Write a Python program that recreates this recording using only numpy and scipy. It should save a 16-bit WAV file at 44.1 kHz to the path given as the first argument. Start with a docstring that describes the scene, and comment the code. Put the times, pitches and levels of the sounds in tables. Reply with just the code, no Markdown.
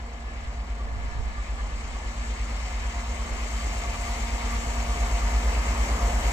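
"""A throbbing diesel works train draws nearer on a straight track, heard from the lineside path.
The exhaust is a stack of tones at multiples of the engine cycle; the fan and a whine are unsteady tones.
Wheels and rails rumble, roar, ring and hiss louder as shaped noise, with short swells of one pitch.
Light wind buffets mainly the right of two microphone ports, as low noise and single puffs."""
import sys
import numpy as np
from scipy import signal
from scipy.fft import rfft, irfft
from scipy.io import wavfile
from scipy.ndimage import uniform_filter1d

SR = 44100
rng = np.random.default_rng(int(sys.argv[2]) if len(sys.argv) > 2 else 0)


def file_out(sig):
    """Save sig as 16-bit WAV at sys.argv[1]."""
    # one column per channel
    cols = np.atleast_2d(sig).T
    # limit, then scale
    lim = np.clip(cols, -1, 1)
    pcm = np.round(lim * 32767).astype(np.int16)
    wavfile.write(sys.argv[1], SR, pcm)


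N = 278712  # length in samples

# how far the right port runs ahead of the left: (f/Hz, lead/radians)
RIGHT_LEAD = [(150, 0.062), (600, 0.51), (1250, 1.3), (1700, 3.91), (2350, 3.9), (2900, 2.9), (4700, 4.04),
              (6000, 5.05), (7200, 7.3)]
# the rumble also sets the weak engine tones: level at the start distance, and dB gained per dB of nearness
RUMBLE_DB, RUMBLE_GROWS = -45, 0.92


def gain_of(db):
    """Turns decibels into a gain."""
    return 10 ** (np.asarray(db) / 20)


def evened(x):
    """Scales a signal to rms 1."""
    return x / np.sqrt(np.mean(np.abs(x) ** 2) + 1e-20)


def read(points, hz):
    """Reads a (frequency, value) table, with straight lines over log frequency."""
    f, value = np.transpose(points)
    return np.interp(np.log(hz + 1), np.log(f + 1), value)


def follow(rows):
    """Draws each column of a timed table as a curve, sample by sample."""
    seconds, *columns = np.transpose(rows)
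    t = np.arange(N) / SR
    return np.array([np.interp(t, seconds, column) for column in columns])


def add(mix, s, sound):
    """Lays a sound into the mix, centred on second s."""
    at = round(s * SR) - sound.shape[-1] // 2
    mix[..., at:at + sound.shape[-1]] += sound


def bumps(rows):
    """A level curve in dB of soft rises and falls; each row's length is its width at half height."""
    out = np.zeros(N + SR)
    for s, db, length in rows:
        width = round(2 * length * SR) // 2 * 2
        add(out, s, db * np.hanning(width))
    return out[:N]


def drift(rate_hz):
    """Random wandering of rms 1, with changes much faster than rate_hz smoothed away."""
    z = rfft(rng.standard_normal(4096))
    hz = np.arange(len(z)) * SR / N
    coarse = irfft(z / (1 + (hz / rate_hz) ** 4))
    return np.interp(np.arange(N) / N, np.arange(4096) / 4096, evened(coarse))


def noise(spectrum, patchy_db, flicker_db, size=1024):
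    """Noise from random short-time spectra, with drifting patches and a shared flicker, at both ports."""
    # how alike the ports are: (f/Hz, likeness); a value below 0 flips the sign,
    # where one port sits in a notch of the ground echo
    likeness = [(60, 0.98), (200, 1), (420, 0.81), (800, 0.35), (1000, 0.56), (1170, 0.97), (1320, 0.03),
                (1750, 0.3), (1940, 0.38), (2070, -1.57), (2200, 0.3), (2330, 0.82), (2650, 0.073),
                (2920, 0.74), (3060, -0.34), (3200, 0.35), (3400, -0.023), (3600, -0.11), (4400, 0.05),
                (4700, 0.87), (6000, 0.18), (9000, -0.033)]
    # left port louder than right: (f/Hz, difference/dB)
    left_louder = [(300, -.5), (1000, 0), (1450, 4), (1780, 2), (1950, -4), (2200, 10.5), (2400, 2),
                   (2700, 6), (3100, 4), (3700, 2), (5300, 0), (6200, 6.5), (7700, 20), (8700, 14),
                   (9700, 13), (10600, 6.5), (13000, 3.5)]
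    hop = size // 4
    hz = np.fft.rfftfreq(size, 1 / SR)
    frames = N // hop + 5
    a, b, c, d, patches = rng.standard_normal((frames, len(hz), 5)).T

    patches = uniform_filter1d(patches, size=14, axis=0)  # smooth over frequency
    patches = evened(uniform_filter1d(patches, size=12, axis=1))  # smooth over time
    flicker = evened(uniform_filter1d(rng.standard_normal(frames), size=4))

    # the right port hears part of the left's noise and part of its own
    same = np.clip(read(likeness, hz), -1, 1)[:, None]
    left = a + 1j * b
    shared = same * left * np.exp(1j * read(RIGHT_LEAD, hz))[:, None]
    right = shared + np.sqrt(1 - same ** 2) * (c + 1j * d)
    z = np.array([left, right * gain_of(-read(left_louder, hz))[:, None]])
    z *= gain_of(read(spectrum, hz)[:, None] + patchy_db * patches + flicker_db * flicker)
    out = signal.istft(z, nperseg=size, noverlap=size - hop)[1][:, :N]
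    return out / np.sqrt(np.mean(out.mean(0) ** 2))  # rms 1 for the average of the ports


def tone(turns, db, hz):
    """A sine of rms level db at both ports; hz only sets the phase step between them."""
    lead = np.array([[-.5], [.5]]) * read(RIGHT_LEAD, hz)
    return np.sqrt(2) * gain_of(db) * np.cos(2 * np.pi * turns + lead)


def nearness():
    """Sound gains 6 dB for each halving of distance; this is the gain in dB since the start."""
    start_m, speed_m_s = 197.3, 20.35  # first distance of the locomotive, and its speed
    return -20 * np.log10(1 - speed_m_s * np.arange(N) / SR / start_m)


def wind():
    """Air pushes on the ports: lumpy low noise that swells in gusts, and single puffs."""
    # colour of the wind noise: (f/Hz, relative level/dB per Hz)
    wind_colour = [(10, 13), (28, 10), (40, 1), (90, 3), (150, -14), (250, -17), (400, -54)]
    # gusts: (t of the peak/s, rise above calm/dB, width at half height/s)
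    gust_rises = [(.45, 9, 0.18), (.95, 14, 0.23), (1.2, 12.5, 0.27), (1.75, 8, 1), (3.33, 15, 0.18),
                  (4.33, 11, 0.23), (4.75, 5, 0.37)]
    # puffs: (t of the peak/s, peak level/dB, half of the whole length/s, sign of the middle push)
    single_puffs = [(.883, -34, 0.026, -1), (0.93, -31, .025, -1), (0.973, -24.5, 0.013, -1),
                    (1.004, -29, 0.018, 1), (1.05, -40, 0.03, 1), (1.084, -29, 0.0094, 1),
                    (1.166, -25.5, 0.0071, 1), (1.2, -22.5, 0.013, -1), (1.23, -22, 0.02, -1),
                    (1.262, -28, 0.02, -1), (1.295, -28, 0.02, 1), (1.54, -28, 0.023, -1)]
    calm_db = -50  # right port between gusts
    lumps = rng.standard_normal(N) * gain_of(1.7 * drift(18.0))
    colour = gain_of(read(wind_colour, np.fft.rfftfreq(N, 1 / SR)))
    push = irfft(rfft(lumps) * colour, N)
    push = evened(push) * gain_of(calm_db + bumps(gust_rises))
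    for s, db, length, sign in single_puffs:
        u = np.linspace(-4, 4, round(2 * length * SR))
        shape = (1 - u ** 2) * np.exp(-u ** 2 / 2)  # one push between two opposite pulls
        add(push, s, np.sign(sign) * gain_of(db) * shape)
    return push * gain_of([[-18], [0]])  # left port, right port


def swells():
    """Short bursts of one pitch stand out of the roar, each a sine with soft edges."""
    # (t of the peak/s, level/dB before the 2 dB cut below, f/Hz, whole length/s)
    bursts = [(.81, -42, 1157, .05), (1.139, -44, 713, .07), (1.39, -42.5, 1180, .07),
              (1.955, -41, 1120, .04), (2.554, -46, 746, .07), (2.701, -46.5, 732, .2),
              (3.193, -42, 1110, .06), (3.6, -43, 1175, .05), (3.858, -40, 1128, .05),
              (5.65, -46.5, 1248, .9)]
    out = np.zeros((2, N))
    for s, db, hz, length in bursts:
        t = np.arange(round(length * SR)) / SR
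        burst = tone(hz * t + rng.random(), db - 2.0, hz)
        add(out, s, burst * np.hanning(len(t)))
    return out


def rolling(near_db):
    """Rough wheels on rough rails: wagon bodies rumble, sleepers and rail roar, wheels ring, contact hisses."""
    # colours at the left port, before scaling to level: (f/Hz, relative level/dB per Hz)
    # wagon bodies
    rumble_colour = [(15, 0), (24, 0), (33, 9), (42, 9.5), (55, 17), (70, 16), (85, 10.5), (100, 5),
                     (125, 0.5), (160, 0), (220, 0.5), (300, -11), (450, -45)]
    # sleepers and rail
    roar_colour = [(150, -13.5), (250, -1), (350, -6), (420, -4), (550, -1.5), (800, 0), (950, -1),
                   (1200, -2), (1450, -6), (1900, -8), (2600, -38.5)]
    # wheels
    ring_colour = [(900, -34), (1050, -7.5), (1150, -4.5), (1280, -6.5), (1480, -11.5), (1750, -7.5),
                   (1930, -8), (2100, 0), (2250, 1), (2450, -4), (2700, -6), (2950, -5.5), (3400, -12),
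                   (4500, -13.5), (5500, -16), (7000, -52)]
    # contact of wheel and rail
    hiss_colour = [(3000, -36), (4500, -7.5), (5500, -8), (6200, -0.5), (7000, 1), (7800, 1.5), (8300, -6),
                   (8800, -16.5), (9500, -20), (11000, -30)]
    # highest part of the contact sound
    fizz_colour = [(7500, -6.5), (9000, 2.5), (10500, 4.5), (11800, -3.5), (13000, 3), (14500, -0.5)]
    # hiss: (t/s, level/dB)
    hiss_levels = [(0, -60.5), (.9, -60.5), (1.5, -56), (2.4, -51.5), (3.3, -49.5), (3.6, -47), (4.1, -47),
                   (5.3, -45.5), (6.32, -45)]
    # brief surges of the treble: (t of the peak/s, rise/dB, width at half height/s)
    treble_surges = [(.48, 2, .2), (1.09, 2, .08), (1.46, 1, 0.068), (4.06, 2, 0.097), (4.53, 1, 0.11),
                     (5.86, 1, 0.11), (6.07, 1.5, 0.092), (6.28, 1.5, 0.13)]
    roar_db, roar_grows = -47.5, 1.38  # level at the start distance, dB gained per dB of nearness
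    mid_db, ring_db, fizz_db = -51.5, -46, -69  # ring and fizz levels while the hiss stands at mid_db
    ring_grows, fizz_grows = 0.73, 2.08  # dB gained per dB of hiss

    hiss_db = follow(hiss_levels)[0] + bumps(treble_surges)
    above_mid_db = hiss_db - mid_db
    rumble = noise(rumble_colour, patchy_db=1.5, flicker_db=0.8, size=4096)
    roar = noise(roar_colour, patchy_db=1.0, flicker_db=0.63)
    ring = noise(ring_colour, patchy_db=1.01, flicker_db=0.87)
    hiss = noise(hiss_colour, patchy_db=1.0, flicker_db=1.04, size=512)
    fizz = noise(fizz_colour, patchy_db=1.0, flicker_db=1.1, size=512)
    return (gain_of(RUMBLE_DB + RUMBLE_GROWS * near_db) * rumble
            + gain_of(roar_db + roar_grows * near_db) * roar
            + gain_of(ring_db + ring_grows * above_mid_db) * ring
            + gain_of(hiss_db) * hiss
            + gain_of(fizz_db + fizz_grows * above_mid_db) * fizz)


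def whine(near_db):
    """A fuzzy whine comes and goes: one tone whose pitch climbs slowly and shakes at random."""
    # (t/s, level at the start distance/dB)
    whine_levels = [(0, -59), (.3, -50), (.75, -59), (.95, -51.5), (1.75, -52.5), (1.9, -61), (2.05, -51.5),
                    (2.35, -55), (2.55, -60), (2.85, -53), (3.1, -56), (3.6, -56), (3.85, -53), (4.15, -60),
                    (4.5, -51), (4.8, -56), (5.5, -53), (5.95, -53), (6.32, -60)]
    start_hz, rise_hz_per_s = 1722, 4.1
    hz = start_hz + rise_hz_per_s * np.arange(N) / SR
    turns = np.cumsum(hz + 5.33 * drift(13.6)) / SR
    db = follow(whine_levels)[0] + near_db + 3.3 * drift(22.0)
    return tone(turns, db, hz.mean())


def fan(near_db):
    """Passing fan blades make tones that waver with the air on their way, the higher ones more."""
    # fading in and out on its way over the ground, levels at the start distance:
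    # (t/s, 1st multiple level/dB, 3rd multiple level/dB, 4th multiple level/dB)
    fan_levels = [(0, -51.5, -55.5, -72), (.8, -52, -54, -63), (1.25, -58, -58, -61),
                  (2.0, -52.5, -66, -62), (2.6, -52.5, -66, -72), (2.95, -51, -52.5, -55),
                  (3.45, -51, -56.5, -62), (3.85, -53, -48, -56), (4.55, -48, -54.5, -54),
                  (5.15, -53.5, -50, -58.5), (5.75, -51, -58.5, -58), (6.1, -53, -51, -60),
                  (6.32, -58.5, -50.5, -73)]
    blade_hz = 233.13  # blades passing
    turns = np.arange(N) / SR * blade_hz + 0.012 * drift(2.5)
    first, third, fourth = follow(fan_levels) + near_db
    levels = {1: first, 2: first - 14, 3: third, 4: fourth, 5: fourth - 5}
    out = np.zeros((2, N))
    for k, db in levels.items():
        out += tone(k * turns + rng.random(), db + 0.5 * k ** 1.42 * drift(17.0), k * blade_hz)
    return out


def exhaust(near_db):
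    """Uneven firing gives multiples of the engine cycle; neighbours beat once a cycle."""
    # strong tones: {multiple of the cycle: level at the start distance/dB}
    strong_tones = {5: -40.5, 6: -35, 7: -39.5, 9: -56.5}
    # weak tones: {multiple of the cycle: level against the rumble/dB}
    weak_tones = {4: -20, 11: -19, 12: -14.5, 13: -17, 15: -20.5, 18: -18.5}
    # the loudest multiple, the 6th, sags and swells: (t/s, change from its usual level/dB)
    sixth_changes = [(0, -2), (.35, -5.5), (.75, 1.5), (1.3, 1.5), (1.55, 0), (1.7, 0), (1.87, -6),
                     (2.1, 0.5), (2.65, 0.5), (2.85, -3.5), (3.45, -3.5), (3.7, 2.5), (4.0, -3.5),
                     (4.6, -1), (5.2, 1), (5.9, 2), (6.32, -1.5)]
    cycle_hz = 8.823  # engine cycles a second
    delay_cycles, chamber_hz, half_width_hz = .2, 48, 3.5  # silencer
    slower, faint_db, loose_turns = 0.98, -13.5, 0.11  # second throb: speed ratio, level change, waver
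    waver_turns, waver_db = .025, .9  # random phase and level waver of each main tone

    cycles = np.arange(N) / SR * cycle_hz - delay_cycles
    levels = []
    for k, db in strong_tones.items():
        levels.append((k, db + near_db + (k == 6) * follow(sixth_changes)[0]))

    # a fainter, slightly slower throb beats with the main one
    out = np.zeros((2, N))
    for k, db in levels:
        turns = k * slower * cycles + rng.random() + loose_turns * drift(4.5)
        out += tone(turns, db + faint_db, k * cycle_hz)

    rumble_db = RUMBLE_DB + RUMBLE_GROWS * near_db
    for k, db in weak_tones.items():
        levels.append((k, rumble_db + db + 1.1 * drift(0.77)))

    for k, db in levels:
        # phase turns round the silencer chamber's resonance
        late = np.arctan((k * cycle_hz - chamber_hz) / half_width_hz) / (2 * np.pi)
        # no two cycles fire alike, so every multiple wavers by itself
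        turns = k * cycles - late + waver_turns * drift(6.0)
        out += tone(turns, db + waver_db * drift(2.5), k * cycle_hz)
    return out


def scene():
    """Adds up the locomotive, the wheels and the wind."""
    near_db = nearness()
    engine = exhaust(near_db) + fan(near_db) + whine(near_db)
    return engine + rolling(near_db) + swells() + wind()


def record(dry):
    """Limits the band: a steep low-pass filter removes what lies above the edge."""
    edge_hz = 14300
    low_pass = signal.firwin(1023, edge_hz, window=("kaiser", 12), fs=SR)
    return signal.oaconvolve(dry, low_pass[None], "same")


dry = scene()
out = record(dry)
file_out(out)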